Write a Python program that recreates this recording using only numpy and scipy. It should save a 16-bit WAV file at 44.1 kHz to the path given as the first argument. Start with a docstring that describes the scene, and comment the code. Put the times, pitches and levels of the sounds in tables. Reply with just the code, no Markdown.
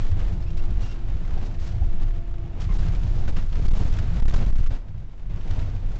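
"""The cabin of a bus booms and rumbles around a listener at the front window of the upper deck.
Bumps swell resonant noise; short low tone bursts make the rumble lumpy. Shaped noise is road roar, hiss and spray.
Trim rattles as ringing noise bursts, panels knock, squeaks glide and the gears whine as tone pairs.
The biggest pressure swings overload the microphone input, which goes flat and blanks the hiss for milliseconds."""
import sys
import numpy as np
from scipy import signal
from scipy.fft import rfft, irfft, next_fast_len
from scipy.io import wavfile
from scipy.ndimage import uniform_filter1d, minimum_filter1d

SR = 44100
rng = np.random.default_rng(int(sys.argv[2]) if len(sys.argv) > 2 else 0)


def master(y):
    """Save y as 16-bit WAV."""
    cut = np.clip(np.atleast_2d(y).T, -1, 1)
    pcm = np.round(cut * 32767)  # scale
    wavfile.write(sys.argv[1], SR, pcm.astype(np.int16))


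N = 264159
T = np.arange(N) / SR

# Reference level for the cabin's low sound: (time [s], level [dB])
BODY_LEVEL = [(0.04, -28), (0.37, -31.5), (0.6, -28.5), (0.75, -31.5), (0.95, -34), (1.15, -34.5),
              (1.23, -34.5), (1.34, -30), (1.73, -33.5), (1.85, -29.5), (2.05, -34), (2.5, -32),
              (2.79, -32), (2.97, -27.5), (3.22, -23), (3.5, -33.5), (3.7, -17.5), (4.1, -31), (4.22, -11),
              (4.45, -29), (4.7, -35), (4.83, -38), (5.05, -35), (5.17, -39), (5.32, -32), (5.52, -29),
              (5.95, -31)]
# Bumps in the road: (time [s], boom added [dB], throb added [dB])
BUMPS = [(0.038, -9, -44), (0.12, -35, -28), (0.26, -26, -22.5), (0.45, -28, -28), (0.631, -13.5, -22),
         (0.76, -21, -19), (1.1, -21.5, -21.5), (0.921, -32.5, -32), (1.342, -16.5, -34), (1.58, -22, -34),
         (1.831, -20.5, -19.5), (1.949, -10, -30), (2.1, -17.5, -46), (2.33, -23.5, -29.5), (2.7, -36, -17),
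         (2.79, -14, -26), (2.951, -21, -31.5), (3.07, -29, -15.5), (3.261, -8, -22), (3.581, -13.5, -17.5),
         (3.77, -28.5, -20.5), (4.05, -17, -35), (4.22, -14, -29), (4.33, -15, -25), (4.46, -15, -14),
         (4.58, -26, -32), (4.71, -19, -34), (5.03, -32, -36), (5.293, -24.5, -29), (5.498, -18.5, -42),
         (5.65, -33, -35), (5.901, -20, -31)]
# Cabin air on the springs: (frequency [Hz], relative level [dB])
BOOM_SPECTRUM = [(3, -60), (10, -7), (16, 0.5), (22, -7.5), (28, -7.5), (40, -28), (100, -130)]
# Floor resonance: (frequency [Hz], relative level [dB])
THROB_SPECTRUM = [(15, -67.5), (29, -25), (36, -4.5), (42, -6.5), (50, -24.5), (70, -52), (150, -130)]
# Takes the overtones off boom and throb: (frequency [Hz], relative level [dB])
OVERTONE_CUT = [(3, 0), (55, 0), (90, -30), (200, -90)]
# Engine and axle rumble: (frequency [Hz], relative level [dB])
RUMBLE_SPECTRUM = [(26, -26.5), (45, -8.5), (59, -9), (98, -5), (140, -19), (172, -16.5), (200, -36),
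                   (260, -45), (440, -120)]
# Lumps in the rumble: short low tone bursts that swell and fade, some deeper, some higher:
# (centre time [s], width at half height [s], pitch [Hz], peak level [dB])
RUMBLE_LUMPS = [(0.128, 0.023, 83, -12.5), (0.151, 0.02, 159, -40), (0.174, 0.016, 89.0, -21.1),
                (0.22, 0.015, 88.0, -24.5), (0.254, 0.011, 163.0, -32), (0.332, 0.021, 81, -18.5),
                (0.333, 0.024, 170, -31), (0.375, 0.02, 165, -31), (0.62, 0.013, 83.6, -26),
                (0.721, 0.03, 170, -31), (0.726, 0.049, 81.0, -27), (0.779, 0.017, 77.0, -21),
                (0.84, 0.021, 94.5, -22), (1.096, 0.012, 80, -18), (1.155, 0.016, 71.0, -19),
                (1.153, 0.028, 173, -34.5), (1.228, 0.032, 170.0, -33), (1.343, 0.032, 63, -20),
                (1.417, 0.038, 76, -27), (1.63, 0.031, 75.0, -24.5), (1.701, 0.023, 87.0, -25),
                (1.82, 0.018, 67.4, -20.2), (1.883, 0.011, 67.0, -21), (1.949, 0.016, 172, -29),
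                (1.97, 0.024, 70.6, -27), (2.32, 0.011, 70.0, -23.5), (2.598, 0.018, 75, -22),
                (2.635, 0.021, 165.0, -32), (2.672, 0.011, 75.5, -15), (2.706, 0.013, 171, -25.5),
                (2.735, 0.013, 67.0, -18), (2.804, 0.016, 161, -25.5), (2.834, 0.028, 71, -20),
                (2.867, 0.027, 160, -27), (2.893, 0.01, 82.5, -15), (2.912, 0.045, 164, -33.9),
                (2.972, 0.022, 88.5, -22), (3.007, 0.012, 76.0, -20.4), (3.084, 0.017, 80.0, -16),
                (3.109, 0.018, 162, -33.5), (3.164, 0.018, 82.4, -19), (3.202, 0.02, 85, -17),
                (3.288, 0.016, 81.0, -30), (3.366, 0.017, 75.4, -22.5), (3.382, 0.023, 169, -29),
                (3.568, 0.024, 68.5, -24), (3.615, 0.043, 93, -12), (3.66, 0.022, 159.0, -17.5),
                (3.937, 0.024, 80.4, -30), (3.948, 0.025, 158, -34), (3.982, 0.01, 93, -22),
                (4.004, 0.032, 169, -35.5), (4.065, 0.012, 77, -24), (4.134, 0.047, 161, -28.5),
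                (4.165, 0.019, 69.0, -19.1), (4.415, 0.03, 157, -26.5), (4.423, 0.016, 73, -30),
                (4.718, 0.012, 92.0, -19.5), (5.468, 0.042, 158.0, -38), (5.516, 0.039, 88, -21.5),
                (5.587, 0.0083, 84.0, -18), (5.687, 0.024, 85, -21), (5.756, 0.017, 160.0, -35),
                (5.765, 0.024, 84.0, -22), (5.868, 0.023, 90, -33)]
# Pressure swings that overload the input: (centre time [s], time held flat [ms], direction [+1 or -1])
SWINGS = [(0.731, 1.3, -1), (2.780, 8, -1), (3.271, 3, 1), (3.317, 10, -1), (3.61, 4.0, 1),
          (3.6765, 18, -1), (3.699, 15.5, 1), (3.728, 11.5, -1), (3.746, 6.5, 1), (3.787, 5.5, -1),
          (3.842, 6.5, 1), (3.893, 4.5, -1), (3.919, 1.9, 1), (4.2135, 15.5, -1), (4.244, 21.7, 1),
          (4.272, 17.4, -1), (4.294, 7, 1), (4.3035, 6, 1), (4.32, 5, 1), (4.3555, 10.5, -1), (4.375, 7, 1),
          (4.456, 7, 1), (4.518, 12.5, -1), (4.547, 14.5, 1), (4.576, 12, -1), (4.623, 8, 1),
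          (4.654, 13, -1), (4.683, 6, 1)]
# Road noise level as heard, with the recorder's gain steps:
# (time [s], overall level [dB], roar re overall [dB], spray re hiss [dB])
ROAD_LEVELS = [(0.04, -49.5, 4, -3), (0.15, -51.5, 8, -9), (0.2, -46, 6, -8), (0.34, -55, 10.5, -3),
               (0.4, -55, 10.5, -5.5), (0.55, -56, 6.5, -5.5), (0.62, -53, 9.5, -6.5),
               (1.0, -53, 5.5, -8.5), (1.42, -51, 9, -6.5), (1.55, -55.5, 9, -6), (1.78, -55, 7, -6.5),
               (1.96, -53.5, 7.5, -7), (2.34, -57, 6.5, -10), (2.58, -55, 10, -9.5), (2.61, -54, 7, -4.5),
               (2.76, -48, 7.5, -8), (2.86, -46.5, 6, -6), (2.93, -49, 7, -7.5), (3.07, -52, 9, -3.5),
               (3.26, -50.5, 9.5, -5), (3.45, -54.5, 9.5, -3.5), (3.51, -56.5, 2.5, -4.5),
               (3.53, -51.5, 7.5, -5.5), (3.8, -47.5, 9, -2), (4.06, -49.5, 6.5, -7), (4.2, -46.5, 7, -7.5),
               (4.33, -46, 8, -7.5), (4.43, -46.5, 8, -7.5), (4.52, -52.5, 7, -4.5), (4.676, -49, 1, -7),
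               (4.682, -62, 3, -4), (4.701, -62, 3, -4), (4.706, -48.5, 7, -9), (4.765, -51, 3, -6.5),
               (4.785, -59, 8, -7.5), (4.85, -62, 8, -9.5), (5.29, -62.5, 7, -8.5), (5.3, -55, 7.5, -10),
               (5.6, -51.5, 9, -6), (5.82, -56, 7.5, -8.5), (5.95, -53.5, 8.5, -7)]
# Tyre roar through the panels: (frequency [Hz], relative level [dB])
ROAR_SPECTRUM = [(120, -7.5), (200, -0.5), (275, -4), (310, -5), (355, -8), (392, -9), (538, -12),
                 (681, -12), (1000, -17.5), (1300, -48), (2200, -120)]
# Tyre and wind hiss: (frequency [Hz], relative level [dB])
HISS_SPECTRUM = [(590, -13.5), (1000, -14), (1070, -4.5), (3000, -14), (3900, -21.5), (6600, -120)]
# Spray, the brightest road noise: (frequency [Hz], relative level [dB])
SPRAY_SPECTRUM = [(1760, -8), (3000, -8), (4420, -3), (6840, -8.5), (7480, -12), (8320, -23.5),
                  (10800, -38), (18300, -120)]
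# Water thrown against the panels:
# (time [s], nominal length [s], nominal hiss rise [dB], nominal further spray rise [dB])
SPLASHES = [(0.078, 0.056, -2.5, 5.5), (0.27, 0.038, 2.5, 0), (0.32, 0.025, 2.5, 1.5),
            (0.57, 0.016, -3, 11), (0.806, 0.14, 2, 6.5), (1.445, 0.04, -1.5, 7), (1.596, 0.14, 2.5, 7),
            (2.011, .03, 3.5, 2.5), (2.601, 0.048, 4.5, 5), (2.736, 0.081, -2, 7.5), (3.279, 0.024, 7, 0.5),
            (3.362, 0.065, 8, -2), (3.551, .025, 1.5, -0.5), (3.666, 0.017, 2.5, 7), (3.717, 0.057, 2, -1),
            (4.279, 0.042, 4.5, 3), (4.337, 0.022, 7, 1.5), (4.356, 0.03, 0.5, 7),
            (4.531, 0.014, -4.5, 3.5), (4.576, 0.018, 1.5, 1), (4.655, 0.013, 5, -1)]
# Rattling trim: (time [s], nominal peak level [dB])
RATTLES = [(0.115, -38), (0.191, -40), (0.4245, -40), (0.503, -39.5), (0.5762, -40), (0.6216, -41.5),
           (0.653, -41.5), (0.734, -53), (0.771, -46), (0.914, -37.5), (1.097, -44), (1.1676, -45),
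           (1.217, -53), (1.3329, -43), (1.3774, -40), (1.5994, -53), (2.583, -47), (2.608, -39),
           (2.831, -38), (2.9492, -36), (3.275, -41), (3.3682, -34), (3.525, -37.5), (3.686, -37),
           (3.938, -34.5), (3.987, -30), (4.706, -44), (4.9792, -49), (5.2967, -53), (5.332, -53),
           (5.3592, -46), (5.409, -43), (5.508, -32.5), (5.591, -36)]
# Modes of the rattling trim: (frequency [Hz], relative level [dB], time to fall 60 dB [s])
TRIM_MODES = [(3200, -2, .018), (3620, -2, .022), (4900, -7, .02), (5650, -7, .025)]
# Loose panel knocks: (time [s], pitch [Hz], level before rise and fade [dB])
KNOCKS = [(.213, 480, -41), (.64, 800, -45), (1.373, 760, -36), (1.817, 760, -40), (1.824, 790, -38),
          (2.697, 2480, -52), (2.829, 1600, -40), (2.83, 2500, -50), (2.752, 760, -42), (3.278, 1500, -38)]
# Squeaking trim: (time [s], length [s], start pitch [Hz], end pitch [Hz], nominal level [dB],
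# second harmonic re first [dB])
SQUEAKS = [(.465, .014, 2500, 2600, -54, -10), (.482, .024, 2750, 2750, -56, -9),
           (.586, .028, 2740, 2750, -55, -10), (.808, .018, 2870, 2780, -51, -2.5),
           (.826, .05, 2820, 2790, -54, -8), (.886, .018, 2730, 2760, -51, -4),
           (.906, .022, 2740, 2810, -50.5, -11), (.928, .02, 2700, 2880, -56, -14),
           (2.691, .017, 1040, 1110, -43, -7), (2.707, .034, 1070, 1040, -47, -3)]
# Gear whine: (time [s], tooth mesh rate [Hz], level [dB])
GEAR_WHINE = [(0, 341, -57), (.12, 340, -58), (.17, 340, -52), (.4, 339, -52), (.72, 345, -51.5),
              (1.05, 342, -53), (1.15, 340, -59), (1.3, 339, -58), (1.38, 340, -51), (2.2, 340, -52),
              (2.52, 344, -53), (2.6, 341, -57), (2.68, 343, -52), (3.25, 348, -54.5), (3.5, 346, -74),
              (6, 346, -72)]

FLAT_TOP = 0.29  # input limit, amplitude
COUPLING_HZ, TOP_HZ = 8.5, 8300  # low and high cuts of the microphone chain
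BOOM_FADE_S, THROB_FADE_S = 0.11, 0.073  # time for a bump's gain to fall to 1/e
BOOM_REST_DB, THROB_REST_DB = 1.5, -4  # between bumps, re body level
RUMBLE_REST_DB = -1  # between lumps, re body level
HISS_DB = -5.0  # re overall road level
SPLASH_RISE_S = 0.0017
ROAR_SHARE = 0.52  # part of a splash's rise in dB that the roar takes on
RATTLE_T60_S = 0.057
CREST_DB = 13  # allowance for how far a noise burst peaks over its rms
TRIM_DB = -26.5  # ringing modes re burst
KNOCK_RISE_S, KNOCK_FADE_S = .0008, .007  # exponential time constants
OCTAVE_DB = -9  # whine's second harmonic re first


def body():
    """Cabin air booms, the floor throbs, engine and axles rumble; swings ease off short of the input limit."""
    level_db, = read(BODY_LEVEL)
    boom_gain = bumps(level_db + BOOM_REST_DB, 1, BOOM_FADE_S)
    throb_gain = bumps(level_db + THROB_REST_DB, 2, THROB_FADE_S)
    low = boom_gain * resonance(BOOM_SPECTRUM)
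    low += throb_gain * resonance(THROB_SPECTRUM)
    rumble_gain = undb(level_db + RUMBLE_REST_DB + 2.5 * walk(13))
    low += rumble_gain * colour(rng.standard_normal(N), RUMBLE_SPECTRUM)
    low += rumble_lumps()

    reach = .92 * FLAT_TOP
    window = int(.016 * SR)
    ease = minimum_filter1d(reach / np.maximum(np.abs(low), reach), 2 * window)
    return low * uniform_filter1d(uniform_filter1d(ease, window), window)


def bumps(rest_db, column, fade_s):
    """Bump energy swells and fades exponentially and adds to a resting level; returns gain."""
    power = undb(rest_db) ** 2
    for row in BUMPS:
        s = row[0]
        at = near(s - 6 * fade_s, s + 6 * fade_s)
        power[at] += undb(row[column]) ** 2 * np.exp(-2 * np.abs(T[at] - s) / fade_s)
    return np.sqrt(power)


def resonance(spectrum):
    """A driven resonance: narrow noise with evened level, stripped of overtones."""
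    ringing = colour(rng.standard_normal(N), spectrum)
    return colour(evened(ringing, .6), OVERTONE_CUT)


def evened(x, share):
    """A well-driven resonance wanders more in pitch than level: reduce its level swings; rms 1."""
    envelope = np.abs(signal.hilbert(x, next_fast_len(N))[:N])
    y = x / (envelope + .2) ** share
    return y / np.std(y)


def rumble_lumps():
    """Lumps in the rumble: short low tone bursts that swell and fade, some deeper, some higher."""
    out = np.zeros(N)
    start_turns = rng.random(len(RUMBLE_LUMPS))
    for (s, width, hz, db), turn in zip(RUMBLE_LUMPS, start_turns):
        at = near(s - 2 * width, s + 2 * width)
        t = T[at] - s
        swell = 2. ** (-(2 * t / width) ** 2)
        out[at] += undb(db) * swell * np.sin(2 * np.pi * (hz * t + turn))
    return out


def swings(low):
    """Each big swing of cabin pressure takes over the low sound and arches past the input's limit."""
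    out = low.copy()
    for s, held_ms, direction in SWINGS:
        held = held_ms / 1000
        span = held + 0.01987
        at = near(s - span / 2, s + span / 2)
        arch = np.cos(np.pi * np.clip((T[at] - s) / span, -.5, .5))
        # scaled to cross the limit at both ends of the held time
        peak = direction * FLAT_TOP / np.cos(np.pi * held / span / 2)
        swing = out[at] * (1 - np.clip(2.5 * arch, 0, 1)) + peak * arch
        # a crest already past the limit stays there
        out[at] = np.where(direction * out[at] > FLAT_TOP, out[at], swing)
    return out


def road():
    """Tyre roar, hiss and spray; shaking panels let them through unevenly, and loose bits tick sharply."""
    overall_db, roar_db, spray_db = read(ROAD_LEVELS)
    rise_db, more_db = splashes()
    shake = walk(60)
    # about 45 ticks a second, each fading over 3.7 ms
    ticks = (rng.random(N) < 45 / SR) * undb(1.2 * rng.exponential(size=N))
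    chatter = signal.lfilter([1], [1, -np.exp(-1 / (0.0037 * SR))], ticks)

    roar_gain = undb(roar_db + ROAR_SHARE * rise_db + 1.8 * shake) * (1 + 0.06 * chatter)
    roar = roar_gain * colour(rng.standard_normal(N), ROAR_SPECTRUM)
    air = rng.standard_normal(N)  # hiss and spray share one noise
    hiss = (1 + 0.69 * chatter) * colour(air, HISS_SPECTRUM)
    spray = undb(spray_db + more_db) * (1 + 0.74 * chatter) * colour(air, SPRAY_SPECTRUM)
    bright_gain = undb(rise_db + 0.5 * shake + HISS_DB)
    return undb(overall_db) * (roar + bright_gain * (hiss + spray))


def splashes():
    """Thrown water changes hiss and spray quickly, holds for half its length, then lets go; in dB."""
    hiss_db, spray_db = np.zeros(N), np.zeros(N)
    for s, length, rise_db, more_db in SPLASHES:
        corners = [0, SPLASH_RISE_S, SPLASH_RISE_S + length / 2, SPLASH_RISE_S + 1.23 * length]
        # the small end values carry on before and after
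        shape = np.interp(T - s, corners, [0.0058, 1.07, 1.04, 0.031])
        hiss_db += rise_db * shape
        spray_db += more_db * shape
    return hiss_db, spray_db


def rattles():
    """Trim knocks: a sharp burst of broad noise that dies fast and rings the trim's modes."""
    burst = np.zeros(N)
    for s, peak_db in RATTLES:
        at = near(s, s + RATTLE_T60_S)
        burst[at] += undb(peak_db - 60 * (T[at] - s) / RATTLE_T60_S)
    noise = rng.standard_normal(N)
    out = burst * (colour(noise, HISS_SPECTRUM) + 0.85 * colour(noise, SPRAY_SPECTRUM))
    for hz, db, t60 in TRIM_MODES:
        decay = np.exp(-np.log(1000) / (t60 * SR))  # per sample
        angle = 2 * np.pi * hz / SR
        poles = [1, -2 * decay * np.cos(angle), decay * decay]
        out += undb(db + TRIM_DB) * signal.lfilter([np.sin(angle)], poles, burst * noise)
    return undb(-CREST_DB) * out


def knocks():
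    """A loose panel rings briefly: each knock is a tone that starts fast and fades."""
    out = np.zeros(N)
    for s, hz, db in KNOCKS:
        at = near(s, s + 6 * KNOCK_FADE_S)
        t = (T[at] - s).clip(0)
        shape = (1 - np.exp(-t / KNOCK_RISE_S)) * np.exp(-t / KNOCK_FADE_S)
        out[at] += undb(db) * shape * np.sin(2 * np.pi * hz * t)
    return out


def squeaks():
    """Stick-slip of plastic on metal: a short gliding, unsteady tone with its octave, slower to fade than start."""
    out = np.zeros(N)
    wobble = walk(400)
    grip = undb(3.0 * walk(350))
    for s, length, start_hz, end_hz, db, octave_db in SQUEAKS:
        at = near(s, s + length)
        part = np.clip((T[at] - s) / length, 0, 1)
        hz = (start_hz + (end_hz - start_hz) * part) * (1 + .018 * wobble[at])
        phase = 2 * np.pi * np.cumsum(hz) / SR
        shape = np.sin(np.pi * np.sqrt(part)).clip(0) ** .7
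        tone = np.sin(phase) + undb(octave_db) * np.sin(2 * phase)
        out[at] += undb(db) * shape * grip[at] * tone
    return out


def whine():
    """Gear teeth mesh at a near steady rate, heard as a wavering tone and its octave."""
    hz, db = read(GEAR_WHINE)
    phase = 2 * np.pi * np.cumsum(hz * (1 + .0025 * walk(10))) / SR
    first = undb(db + 1.3 * walk(14)) * np.sin(phase)
    second = undb(db + OCTAVE_DB + 2.2 * walk(9)) * np.sin(2 * phase)
    return np.sqrt(2) * (first + second)  # levels are rms


def undb(db):
    """Gain of a dB value."""
    return 10 ** (np.asarray(db) / 20)


def colour(x, spectrum):
    """Shape x by (frequency [Hz], level [dB]) points, joined on a log frequency axis; rms 1."""
    hz, db = np.transpose(spectrum)
    f = np.arange(N // 2 + 1) * SR / N + 1e-3  # keeps log(0) away
    gain = undb(np.interp(np.log(f), np.log(hz), db))
    y = irfft(rfft(x) * gain, N)
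    return y / np.std(y)


def walk(rate):
    """Random levels held 1 / rate s and slewed twice; spread near 1."""
    hold = int(SR / rate)
    steps = np.repeat(rng.standard_normal(N // hold + 1), hold)
    return 1.28 * uniform_filter1d(uniform_filter1d(steps, hold), hold)[:N]


def read(table):
    """Columns of a curve table at every sample."""
    s, *columns = np.transpose(table)
    return [np.interp(T, s, c) for c in columns]


def near(start_s, end_s):
    """The samples between two times."""
    return slice(max(int(start_s * SR), 0), int(end_s * SR) + 1)


def scene():
    """Everything heard at the front window, as one channel."""
    cabin = swings(body())
    trim = rattles() + squeaks() + knocks()
    return (cabin + road() + trim + whine())[None]


def record(dry):
    """The input clips hard; the coupling capacitor after it lets each flat top sag; then the top is cut."""
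    clipped = np.clip(dry, -FLAT_TOP, FLAT_TOP)
    coupled = signal.lfilter(*signal.butter(1, COUPLING_HZ, "high", fs=SR), clipped)
    top_cut = signal.ellip(8, .2, 70, TOP_HZ, fs=SR, output="sos")
    return signal.sosfilt(top_cut, coupled)


dry = scene()
out = record(dry)
master(out)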